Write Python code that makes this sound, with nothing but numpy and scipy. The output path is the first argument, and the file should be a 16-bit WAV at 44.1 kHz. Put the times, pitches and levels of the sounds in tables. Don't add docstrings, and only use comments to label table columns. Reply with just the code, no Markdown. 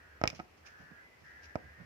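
import sys
import numpy as np
from scipy import signal
from scipy.fft import rfft, irfft
from scipy.io import wavfile
from scipy.ndimage import uniform_filter1d

SR = 44100
rng = np.random.default_rng(int(sys.argv[2]) if len(sys.argv) > 2 else 0)


def generate_wav(sig):
    pcm = np.round(np.clip(np.atleast_2d(sig).T, -1, 1) * 32767).astype(np.int16)
    wavfile.write(sys.argv[1], SR, pcm)


N = 81585
T = np.arange(N) / SR
ROOM_T60_S, ROOM_DELAY_S = 0.3, 0.0073


def from_db(db):
    return 10 ** (np.asarray(db) / 20)


def rms_one(x):
    return x / np.sqrt(np.mean(x ** 2) + 1e-20)


def pan(db):
    return from_db([[db / 2], [-db / 2]])


def lowpass(x, hz, order=2):
    return signal.sosfilt(signal.butter(order, min(hz, .45 * SR), fs=SR, output="sos"), x)


def resonate(x, hz, t60_s):
    radius = np.exp(-np.log(1000) / (t60_s * SR))
    feedback = [1, -2 * radius * np.cos(2 * np.pi * hz / SR), radius ** 2]
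    return signal.lfilter(np.array([1, 0, -1]) * (1 - radius ** 2) / 2, feedback, x + 1e-18)


def noise(colour, channels=2):
    hz = np.arange(N // 2 + 1) * SR / N + 1
    white = rng.standard_normal((channels, N))
    return rms_one(irfft(rfft(white) * colour(hz), N))


def eq_curve(points):
    hz, db = np.transpose(points)
    return lambda f: from_db(np.interp(np.log(f), np.log(hz), db))


def band(hz, half_width_hz):
    return lambda f: 1 / (1 + ((f - hz) / half_width_hz) ** 2)


def wander(per_s):
    steps = rng.standard_normal((2, 400))
    return np.array([np.interp(T * per_s, np.arange(len(row)), row) for row in steps])


def swell(start_s, attack_s, decay_s):
    age = T - start_s
    return np.clip(age / attack_s, 0, 1) * np.exp(-np.maximum(age - attack_s, 0) / decay_s)


def click(start_s, db):
    return from_db(db) * (np.arange(N) == int(start_s * SR))


def ring(force, modes):
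    return sum(from_db([[left], [right]]) * resonate(force, hz, t60) for hz, t60, left, right in modes)


def reverb(x, t60_s, delay_s):
    age = np.maximum(T - delay_s, 0)
    tail = rng.standard_normal((2, N)) * from_db(-60 * age / t60_s) * (age > 0)
    tail /= np.sqrt(np.sum(tail ** 2, axis=1, keepdims=True))
    return signal.fftconvolve(x, tail, axes=1)[:, :N]


def in_room(x, early_db, room_db, left_lag_s=0.0002):
    mono = x.mean(axis=0, keepdims=True)
    direct = np.array([np.interp(T - left_lag_s, T, x[0]), x[1]])
    early = from_db(early_db) * reverb(mono, t60_s=0.024, delay_s=0.00053)
    return direct + early + from_db(room_db) * reverb(mono, ROOM_T60_S, ROOM_DELAY_S)


# freq_hz, gain_db
AIR_EQ = [(25, -1), (45, -12), (100, -7.5), (200, -11.5), (350, -9.5), (600, -10.5), (1100, -14),
          (1700, -14.5), (2500, -14.5), (3700, -26.5), (5300, -24.5), (7000, -32), (9000, -36.5),
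          (14000, -34.5), (16000, -45)]
# time_s, boost_db
HUM_RIDE = [(.5, 6), (.95, 0.5), (1.25, 0), (1.5, 8)]


def room_tone(air_db=-62.5, hum_db=-71.5, hum_hz=75):
    air = noise(eq_curve(AIR_EQ))
    bass = lowpass(air, hz=230, order=1)
    air = air - bass + bass.sum(axis=0) / np.sqrt(2)
    hum = noise(band(hum_hz, half_width_hz=9.8), channels=1)
    boost_db = np.interp(T, *np.transpose(HUM_RIDE))
    return from_db(air_db) * air + from_db(hum_db + boost_db) * hum


# start_s, length_s, crest_pulse_hz, throat_hz, throat_half_width_hz, level_db
CALL_CUES = [(-.15, .40, 81, 1723, 246, -61), (.63, .45, 79, 1650, 177, -58.5),
             (0.947, 0.3, 100.6, 2030, 50.4, -64.5), (1.231, .36, 94.8, 1780, 163, -56),
             (1.562, 0.35, 97, 1790, 280, -59.5)]


def bird_calls(attack_s=0.027, release_s=0.078, pitch_sag=0.055, waver_depth=0.87, breath_mix=0.51):
    calls = np.zeros((2, N))
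    for start_s, length_s, crest_hz, throat_hz, half_width_hz, db in CALL_CUES:
        progress = np.clip((T - start_s) / length_s, 0, 1)
        pulse_hz = crest_hz * (1 - pitch_sag * (2 * (progress - 0.55)) ** 2)
        phase = 2 * np.pi * np.cumsum(pulse_hz) / SR
        throat = band(throat_hz, half_width_hz)
        tone = 0
        for harmonic in range(13, 25):
            waver = 1 + waver_depth * wander(per_s=16)
            overtone = np.sin(harmonic * phase + rng.uniform(0, 2 * np.pi, (2, 1)))
            tone = tone + throat(harmonic * crest_hz) * waver * overtone
        power = uniform_filter1d(np.mean(tone ** 2, axis=0), size=4000)
        tone = tone / np.sqrt(power + 1e-12)
        voice = rms_one(rms_one(tone) + breath_mix * noise(throat))
        fade_in = np.clip((T - start_s) / attack_s, 0, 1)
        fade_out = np.clip((start_s + length_s - T) / release_s, 0, 1)
        calls += from_db(db) * fade_in * fade_out * voice
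    return calls + from_db(-9.5) * reverb(calls, ROOM_T60_S, ROOM_DELAY_S)


# start_s, attack_s, decay_s, level_db, pitch_hz
BUMP_CUES = [(.325, 0.0094, 0.045, -53.5, 146), (.65, 0.014, 0.028, -61.5, 38),
             (0.794, 0.0069, 0.03, -56.5, 132), (0.906, 0.0082, 0.015, -54.5, 200),
             (1.214, 0.0034, 0.022, -61.5, 129), (1.631, 0.013, 0.054, -63, 131),
             (1.773, 0.038, 0.028, -52.5, 151)]


def hand_bumps(scuff_db=-8.5, pan_db=-9.5):
    bumps = 0
    for start_s, attack_s, decay_s, db, pitch_hz in BUMP_CUES:
        scuff = rms_one(lowpass(noise(lambda f: f / (f + pitch_hz)), hz=900))
        knock = noise(band(pitch_hz, half_width_hz=58), channels=1)
        envelope = from_db(db) * swell(start_s, attack_s, decay_s)
        bumps = bumps + envelope * (knock + from_db(scuff_db) * scuff)
    return pan(pan_db) * bumps


# start_s, attack_s, decay_s, level_db
RUB_CUES = [(.279, 0.013, 0.015, -51), (0.345, 0.0063, 0.032, -53), (.57, 0.0075, .02, -65.5),
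            (0.649, 0.018, 0.03, -56), (.76, 0.048, 0.047, -69), (1.19, 0.0074, 0.45, -74),
            (1.421, 0.021, 0.021, -59)]
# freq_hz, gain_db
THREAD_EQ = [(500, -13), (1500, -4), (2450, 4), (3700, -6.5), (5300, 2), (6500, -3), (8000, -28.5),
             (11500, -21.5), (14000, -30), (16000, -43)]


def thread_rubs(grain_db=2.8, pan_db=-2.5):
    envelope = sum(from_db(db) * swell(start, attack, decay) for start, attack, decay, db in RUB_CUES)
    grain = from_db(grain_db * noise(band(0, half_width_hz=170), channels=1))
    friction = rms_one(grain * noise(eq_curve(THREAD_EQ)))
    return pan(pan_db) * envelope * friction


# start_s, force_db
SNAP_CUES = [(.2145, -27), (.2381, -14), (.2558, -30), (0.2758, -3.5), (0.2781, -29), (0.2836, -36),
             (0.3016, -18), (.3983, -32), (1.5562, -27.5)]
# pitch_hz, t60_s, left_db, right_db
HOOK_MODES = [(1790, 0.0023, 0.5, -6.5), (2410, 0.0074, 8, 15.5), (3240, 0.00073, -23.5, -2.5),
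              (5110, 0.0045, -1.5, 12), (6780, 0.0038, -23, -23)]


def hook_snaps(tip_hz=14050, tip_t60_s=0.0013, tip_db=-15.5):
    force = sum(click(start_s, db) for start_s, db in SNAP_CUES)
    tick = lowpass(ring(force, HOOK_MODES), hz=6300, order=4)
    tip = resonate(resonate(force, tip_hz, tip_t60_s), tip_hz, tip_t60_s)
    return in_room(tick + from_db(tip_db) * tip, early_db=-4, room_db=-18.5)


# start_s, force_db, brightness_hz, direction (1 pushes, -1 lets go)
TAP_CUES = [(.2145, -12, 2000, 1), (0.2382, -1, 2690, 1), (0.2439, -18, 900, 1), (0.2553, -14, 2460, 1),
            (0.2727, -8.5, 161, 1), (.3290, -31, 1300, 1), (.3315, -32, 1500, -1), (0.3929, -26, 3040, 1),
            (0.3949, -29, 1850, -1), (0.3985, -25, 3000, 1), (0.4003, -17.5, 1580, -1),
            (0.402, -27, 1640, 1), (0.4059, -26.5, 2020, -1), (1.5559, -7.5, 1065, 1),
            (1.5583, -18, 780, -1)]
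# pitch_hz, t60_s, left_db, right_db
CLOTH_MODES = [(87.7, 0.04, 2.5, 15), (155.4, 0.018, -41, 17.5), (268, 0.025, 8.5, 13),
               (324, 0.071, 15, 17), (444.3, 0.036, 19.5, 18), (553, 0.016, 15, 20.5),
               (717.3, 0.065, 15, 9.5), (813, .05, 7, -2), (947, 0.057, -6, 16), (1259, 0.027, 5.5, 15.5),
               (1392, 0.075, -7, 2.5), (1843, 0.023, 3, 11.5), (2450, 0.02, -23, 2)]
# centre_hz, width_hz, share_removed
FRAME_NOTCHES = [(1010, 147, 1), (3440, 620, 0.66)]


def needle_taps():
    force = sum(direction * lowpass(click(start_s, db), brightness_hz)
                for start_s, db, brightness_hz, direction in TAP_CUES)
    body = lowpass(ring(force, CLOTH_MODES), hz=5130)
    thud = in_room(body, early_db=-3.5, room_db=-14.5)
    for centre_hz, width_hz, share in FRAME_NOTCHES:
        t60_s = np.log(1000) / (np.pi * width_hz)
        thud = thud - share * resonate(thud, centre_hz, t60_s)
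    return thud


def scene():
    return needle_taps() + hook_snaps() + thread_rubs() + hand_bumps() + bird_calls() + room_tone()


def record(dry, low_cut_hz=52, stopband_hz=17000):
    low_cut = signal.butter(3, low_cut_hz, "high", fs=SR, output="sos")
    high_cut = signal.cheby2(14, 60, stopband_hz, fs=SR, output="sos")
    return signal.sosfilt(high_cut, signal.sosfilt(low_cut, dry))


dry = scene()
out = record(dry)
generate_wav(out)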